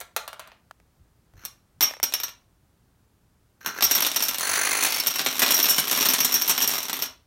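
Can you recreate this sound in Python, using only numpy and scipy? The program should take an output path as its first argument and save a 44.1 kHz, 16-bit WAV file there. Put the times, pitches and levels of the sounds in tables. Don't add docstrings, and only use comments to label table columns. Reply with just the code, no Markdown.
import sys
import numpy as np
from scipy import signal
from scipy.fft import rfft, irfft
from scipy.io import wavfile
from scipy.ndimage import uniform_filter1d, minimum_filter1d

SR = 44100
rng = np.random.default_rng(int(sys.argv[2]) if len(sys.argv) > 2 else 0)


def to_wav(sig):
    pcm = np.clip(np.atleast_2d(sig), -1, 1) * 32767
    pcm = np.round(pcm).astype(np.int16)
    wavfile.write(sys.argv[1], SR, pcm.T)


N = 320166
TIME_S = np.arange(N) / SR
HIT_S = .01


def from_db(db):
    return 10 ** (np.asarray(db) / 20)


def at_time(rows, s, column=1):
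    rows = np.array(rows)
    return np.interp(s, rows[:, 0], rows[:, column])


def at_hz(points, hz):
    points = np.array(points)
    return np.interp(np.log(hz), np.log(points[:, 0]), points[:, 1])


def colour(x, spectrum, size=4096):
    hz = np.maximum(np.arange(size // 2 + 1) * SR / size, 10)
    low_skirt = np.minimum(hz / spectrum[0][0], 1) ** 2
    high_skirt = np.minimum(spectrum[-1][0] / hz, 1) ** 2
    gain = from_db(at_hz(spectrum, hz)) * low_skirt * high_skirt
    cepstrum = irfft(np.log(gain / np.sqrt(np.mean(gain ** 2))))
    cepstrum[1:size // 2] *= 2
    cepstrum[size // 2 + 1:] = 0
    impulse_response = irfft(np.exp(rfft(cepstrum)))
    return signal.oaconvolve(x, impulse_response)[:N]


def band_pass(x, low_hz, high_hz):
    return signal.sosfilt(signal.butter(2, [low_hz, high_hz], "band", fs=SR, output="sos"), x)


def clicks(s, sizes):
    return np.bincount(np.clip(s * SR, 0, N - 1).astype(int), sizes, N)


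def bursts(s, db, t60, snap):
    energy = clicks(s, from_db(db) ** 2 * HIT_S * SR) + 1e-18
    fast, slow = from_db(-120 / (np.array([.003, t60]) * SR))
    snap_power = signal.lfilter([1 - fast], [1, -fast], energy)
    rattle_power = signal.lfilter([1 - slow], [1, -slow], energy)
    power = snap * snap_power + (1 - snap) * rattle_power
    return np.sqrt(power) * rng.standard_normal(N)


def rings(s, db, modes, detune, uneven_db, count=14):
    chance = rng.standard_normal((len(s), len(modes)))
    tile = rng.permutation(count)[np.arange(len(s)) % count]
    out = np.zeros(N)
    for k, spread in enumerate(np.linspace(-1, 1, count)):
        own = tile == k
        pitch = 1 + detune * spread * abs(spread)
        for m, (hz, mode_db, t60) in enumerate(modes):
            r = from_db(-60 / (t60 * SR))
            w = 2 * np.pi * hz * pitch / SR
            strike_db = db[own] + mode_db + uneven_db * chance[own, m] * (m > 0)
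            struck = clicks(s[own], from_db(strike_db)) + 1e-18
            out += signal.lfilter([.5, 0, -.5], [1, -2 * r * np.cos(w), r * r], struck)
    return out


def scatter(start_s, end_s, per_s, spread_db):
    count = int((end_s - start_s) * per_s)
    chance = rng.random((count, 2))
    s = start_s + (np.arange(count) + chance[:, 0]) / per_s
    db = spread_db * (2 * chance[:, 1] - 1)
    return s, db - 10 * np.log10(np.mean(from_db(db) ** 2) * per_s * HIT_S)


# (frequency [Hz], relative density [dB])
HUSH_SPECTRUM = [(45, 0), (64, 0.5), (127, -2.5), (185, -7.5), (490, -17.5), (1300, -21.5), (2400, -28.5),
                 (16000, -33)]


def room_hush(level_db=-63.5):
    return from_db(level_db) * colour(rng.standard_normal(N), HUSH_SPECTRUM)


# (time [s], knock level before trim [dB], crack level before trim [dB])
BALL_KNOCKS = [(.003, -47.5, -42.5), (0.012, -40, -47), (.164, -26, -29), (.278, -37.5, -43.5),
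               (0.33, -42.5, -52.5), (.395, -39, -47), (.474, -50, -60), (0.518, -52.5, -73)]
# (frequency [Hz], relative density [dB])
KNOCK_SPECTRUM = [(370, -9.5), (560, 1.5), (850, 1), (1400, 1.5), (2000, -5), (4000, -6.5), (7500, -25.5)]
# (frequency [Hz], relative density [dB])
CRACK_SPECTRUM = [(3000, -17), (5000, -9.5), (5700, 4), (7600, -1.5), (9200, 5), (11000, -2), (13000, 6),
                  (15500, -3)]


def knocks(knock_db=2.7, crack_db=4.5):
    s, knock, crack = np.transpose(BALL_KNOCKS)
    tock = colour(bursts(s, knock + knock_db, t60=.061, snap=.36), KNOCK_SPECTRUM)
    edge = colour(bursts(s, crack + crack_db, t60=.039, snap=.1), CRACK_SPECTRUM)
    return tock + edge


# (frequency [Hz], t60 [s])
ROOM_T60 = [(200, .34), (1400, .3), (4000, .28), (12000, .21)]
# (frequency [Hz], level [dB])
ROOM_LEVEL = [(200, -7.5), (1400, -4.5), (5600, -7), (12000, -15.5)]


def room(x, first_s=.0051, build_s=.002, count=8):
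    t = TIME_S[:SR]
    build = np.clip((t - first_s) / build_s, 0, 1)
    edges_hz = np.geomspace(80, 18000, count + 1)
    tail = 0
    for low, high in zip(edges_hz, edges_hz[1:]):
        hz = np.sqrt(low * high)
        shape = from_db(-60 * t / at_hz(ROOM_T60, hz)) * build
        noise = rng.standard_normal(len(t)) * shape / np.linalg.norm(shape)
        tail = tail + from_db(at_hz(ROOM_LEVEL, hz)) * band_pass(noise, low, high)
    return signal.oaconvolve(x, tail)[:N]


# (time [s], level [dB])
ROLL_OUT = [(.4, -48), (.47, -53), (.58, -66)]
# (frequency [Hz], relative density [dB])
CLACK_SPECTRUM = [(250, -13.5), (520, -7), (1000, -2.5), (1700, -3.5), (2800, -1), (3900, 0), (4900, -5.5),
                  (7500, -8.5)]


def roll():
    s, db = scatter(ROLL_OUT[0][0], ROLL_OUT[-1][0], per_s=300, spread_db=2)
    db = db + at_time(ROLL_OUT, s)
    chatter = colour(bursts(s, db, t60=.015, snap=.33), CLACK_SPECTRUM)
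    return band_pass(chatter, 900, 2800)


# (time [s], level [dB])
NEAR_TAPS = [(.7105, -42), (.8005, -60), (1.337, -60), (1.9095, -39), (1.937, -37), (1.968, -46),
             (2.0, -39)]
# (frequency [Hz], relative density [dB])
TAP_SPECTRUM = [(200, -23.5), (550, 4), (1200, -0.5), (2200, -1), (4000, -13), (8000, -18), (15000, -21)]


def taps():
    s, db = np.transpose(NEAR_TAPS)
    return colour(bursts(s, db, t60=.014, snap=.3), TAP_SPECTRUM)


# (time [s], level [dB])
FLOOR_THUDS = [(.98, -49), (1.338, -43.5), (1.76, -52), (3.83, -43.5), (4.03, -54), (4.5, -47)]
# (frequency [Hz], relative density [dB])
THUD_SPECTRUM = [(45, -4), (85, 2.5), (180, -14.5)]


def thuds():
    s, db = np.transpose(FLOOR_THUDS)
    return colour(bursts(s, db, t60=.4, snap=0), THUD_SPECTRUM)


# (time [s], level [dB])
NUDGE_PRESSURE = [(1.34, -75), (1.41, -52.5), (1.445, -47.5), (1.47, -58.5)]
# (time [s], level [dB])
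PUSH_PRESSURE = [(3.607, -54.5), (3.648, -44.5), (3.66, -27), (3.7, -37), (3.74, -41), (3.8, -33.5)]
# (frequency [Hz], relative density [dB])
SCUFF_SPECTRUM = [(250, -2), (600, -9), (1100, -4.5), (1550, 6), (2100, -4.5), (2800, -6.5), (3800, -15),
                  (4250, -5), (4900, -19), (6100, -2), (7500, -22.5), (15000, -18.5)]
# (frequency [Hz], level [dB], t60 [s])
TILE_MODES = [(5605, -1, .085), (5420, -8, .04), (6150, -9, .065), (12900, 0, .04), (13970, -2, .055)]


def scuff(pressure, ring_db=-8.5):
    s, db = scatter(pressure[0][0], pressure[-1][0], per_s=300, spread_db=11.0)
    db = db + at_time(pressure, s)
    slips = colour(bursts(s, db, t60=.029, snap=.19), SCUFF_SPECTRUM)
    return slips + rings(s, db + ring_db, TILE_MODES, detune=.03, uneven_db=4.5)


BOUNCE_S, BOUNCE_SHRINK, BOUNCE_LOSS_DB = .008, .8, 6.5


def bounces(s, levels, uneven=.35, uneven_db=2.5, count=3):
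    k = np.arange(count)
    early, strong = rng.standard_normal((len(s), count, 2)).transpose(2, 0, 1)
    gaps_s = BOUNCE_S * BOUNCE_SHRINK ** (k - 1.0) * (k > 0) * np.exp(uneven * early)
    loss_db = BOUNCE_LOSS_DB * k - uneven_db * strong * (k > 0)
    times = (s[:, None] + np.cumsum(gaps_s, axis=1)).ravel()
    return times, *[(db[:, None] - loss_db).ravel() for db in levels]


# (frequency [Hz], level [dB], t60 [s])
CONTACT_NOTES = [(1100, -2.5, 0.018), (3270, -4.5, 0.019)]
# (time [s], level [dB])
FLOOR_GIVE = [(2.3, -24), (3.8, -19.5), (5.6, -15)]
# (frequency [Hz], relative density [dB])
BOOM_SPECTRUM = [(110, -28), (130, -13), (158, 0.5), (180, -8.5), (260, 3), (345, -3), (400, -2.5),
                 (560, -16)]


def strike(s, clack_db, crack_db, snap, note_db=-3.0):
    clack = colour(bursts(s, clack_db, t60=.032, snap=snap), CLACK_SPECTRUM)
    note = rings(s, clack_db + note_db, CONTACT_NOTES, detune=.4, uneven_db=5.5)
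    crack = colour(bursts(s, crack_db, t60=.028, snap=.3), CRACK_SPECTRUM)
    boom_db = clack_db + at_time(FLOOR_GIVE, s)
    boom = colour(bursts(s, boom_db, t60=.053, snap=.32), BOOM_SPECTRUM)
    return clack + note + crack + boom


# (time [s], crack level [dB], clack level [dB], ring level [dB])
BIG_LANDINGS = [(1.4511, -24, -37.5, -37), (1.8081, -14.5, -19.5, -22.5), (1.8252, -11.5, -16.5, -12.5),
                (2.0295, -11.5, -23, -18.5), (2.1234, -34, -33.5, -52), (2.1382, -15.5, -24, -22),
                (2.2003, -32, -33.5, -33.5), (2.2342, -25, -30, -28), (2.2818, -38, -39, -42),
                (3.6613, -21, -32, -29), (3.8082, -32, -27.5, -35), (3.8237, -26, -18, -20),
                (3.8375, -8, -22, -11.5), (3.911, -11.5, -21.5, -18.5), (3.9506, -18, -29.5, -18),
                (4.0229, -16, -23, -22), (4.065, -14, -24.5, -26.5), (4.1618, -16, -25, -23),
                (4.2242, -14, -29, -22), (4.2366, -16, -36, -25), (4.284, -17, -26.5, -24.5),
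                (4.345, -23, -29, -33), (4.3838, -16, -28.5, -43), (4.8362, -8.5, -25.5, -50),
                (5.0698, -8, -25, -21), (5.1587, -21, -27, -28), (5.1933, -31, -21, -34),
                (5.2623, -17, -17.5, -30), (5.3937, -13, -25, -32), (5.4193, -12, -11, -16),
                (5.5066, -4, -17, -20), (5.5433, -11.5, -26.5, -17), (5.6282, -17, -33, -16),
                (5.6946, 1, -17.5, -9.5), (5.7823, -13, -16, -22.5), (5.798, -11, -30, -43),
                (5.912, -9, -22, -30), (6.0088, -21, -23, -22), (6.0556, -12, -27, -23.5),
                (6.0874, -26, -23, -16.5), (6.135, -3.5, -19.5, -34), (6.2037, -16, -23, -19),
                (6.2463, -6, -20.5, -19), (6.322, -23, -30, -24.5), (6.3408, -10, -21.5, -16),
                (6.4199, -27, -32, -21.5), (6.4778, -22, -28, -26), (6.4947, -6.5, -19, -18.5),
                (6.5786, -35, -22, -24), (6.6206, -19, -30, -20), (6.6756, -13, -44, -21),
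                (6.8967, -23, -27, -38), (6.9302, -23, -27, -28.5), (7.0226, -21, -26, -25)]


def big_hits(clack_db=-2.0, crack_db=-11.0, ring_db=4.0):
    s, *levels = np.transpose(BIG_LANDINGS)
    s, crack, clack, ring = bounces(s, levels)
    impacts = strike(s, clack + clack_db, crack + crack_db, snap=.17)
    return impacts + rings(s, ring + ring_db, TILE_MODES, detune=.011, uneven_db=1.5)


# (time [s], level [dB])
STACK_VIGOUR = [(3.8, -55), (3.832, -32.5), (3.998, -25), (4.258, -32.5), (4.4, -42)]
# (time [s], level [dB])
TOWER_VIGOUR = [(5.03, -32.5), (5.27, -32), (5.59, -26.5), (5.81, -30), (6.13, -25.5), (6.31, -32.5),
                (6.63, -30), (6.82, -34), (6.93, -39.5), (6.98, -37.5), (7.07, -30)]


def jostle(vigour, clack_db, crack_db, ring_db, edge_db=2.0):
    s, db = scatter(vigour[0][0], vigour[-1][0], per_s=90, spread_db=7.0)
    db = db + at_time(vigour, s)
    bright_db = db + edge_db * rng.standard_normal(len(s))
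    s, db, bright_db = bounces(s, [db, bright_db])
    ringing = rings(s, bright_db + ring_db, TILE_MODES, detune=.03, uneven_db=5.0)
    return strike(s, db + clack_db, bright_db + crack_db, snap=.063) + ringing


FIELD_START_S, RANK_GAP_S, FIRST_GAP_S = 4.4066, .0195, .023
SETTLE_RANKS, RANK_JITTER_S = 2.2, .001


def rank_times(count=31):
    k = np.arange(count)
    gaps_s = RANK_GAP_S + (FIRST_GAP_S - RANK_GAP_S) * np.exp(-k / SETTLE_RANKS)
    onsets_s = FIELD_START_S + np.cumsum(gaps_s) - gaps_s
    return onsets_s + RANK_JITTER_S * rng.standard_normal(count)


# (time [s], level [dB])
FRONT_STRENGTH = [(4.405, -26), (4.509, -22.5), (4.809, -23.5), (4.821, -20), (4.939, -23.5), (5.01, -23)]
# (time [s], centre frequency [Hz])
FIELD_NOTE = [(4.4, 1493), (4.65, 1949), (4.9, 2491)]
# (frequency [Hz], relative density [dB])
FIELD_SPECTRUM = [(250, -14), (400, -5), (1000, -3), (2500, -4), (3700, -22), (4300, 4.5), (5000, -16),
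                  (6100, 4), (8200, -12.5), (9600, -0.5), (10600, 0.5), (13000, -25.5), (15300, -3.5)]
# (frequency [Hz], level [dB], t60 [s])
LINE_MODES = [(4580, -2, .04), (5430, 0, .05), (11420, -1, .03), (13700, 0, .03)]


def field(tick_db=-6.0, lanes_spread_s=.008, note_db=13.5, note_width_hz=450, line_start_s=4.85,
          line_db=-5.5, ring_db=-1.5, ring_rise_db_per_s=45, uneven_db=.93, count=4):
    s = rank_times()
    line = s > line_start_s
    db = at_time(FRONT_STRENGTH, s) + line_db * line + uneven_db * rng.standard_normal(len(s))
    lags_s = lanes_spread_s * (np.arange(count) + rng.uniform(-.43, .38, (len(s), count))) / count
    tick_s = (s[:, None] + lags_s).ravel()
    ticks = bursts(tick_s, np.repeat(db, count) + tick_db, t60=.03, snap=.12)
    swell = signal.sosfilt(signal.butter(2, note_width_hz, fs=SR, output="sos"), ticks)
    carrier = np.cos(2 * np.pi * np.cumsum(at_time(FIELD_NOTE, TIME_S)) / SR)
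    note = from_db(note_db) * swell * carrier
    free_db = db + ring_db + ring_rise_db_per_s * (s - line_start_s)
    ringing = rings(s[line], free_db[line], LINE_MODES, detune=.017, uneven_db=4.0)
    return colour(ticks, FIELD_SPECTRUM) + note + ringing


def settling(clack_db=-10.5, crack_db=-13.5):
    s, db = scatter(FRONT_STRENGTH[0][0], TOWER_VIGOUR[0][0], per_s=200, spread_db=5)
    db = db + at_time(FRONT_STRENGTH, s)
    return strike(s, db + clack_db, db + crack_db, snap=.081)


def scene():
    stack = jostle(STACK_VIGOUR, clack_db=-4.0, crack_db=-9.0, ring_db=-6.0)
    tower = jostle(TOWER_VIGOUR, clack_db=-2.5, crack_db=-7.5, ring_db=-2.0)
    ball = knocks() + roll()
    tiles = big_hits() + stack + field() + settling() + tower
    sources = ball + tiles + scuff(NUDGE_PRESSURE) + scuff(PUSH_PRESSURE)
    hush = room_hush()
    return (sources + room(sources) + taps() + thuds() + hush)[None]


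def record(dry, ceiling=.45, size=65, cutoff_hz=16000):
    gain = np.minimum(1, ceiling / (np.abs(dry) + 1e-9))
    limited = dry * uniform_filter1d(minimum_filter1d(gain, size), size)
    return signal.sosfilt(signal.ellip(12, .1, 80, cutoff_hz, fs=SR, output="sos"), limited)


dry = scene()
out = record(dry)
to_wav(out)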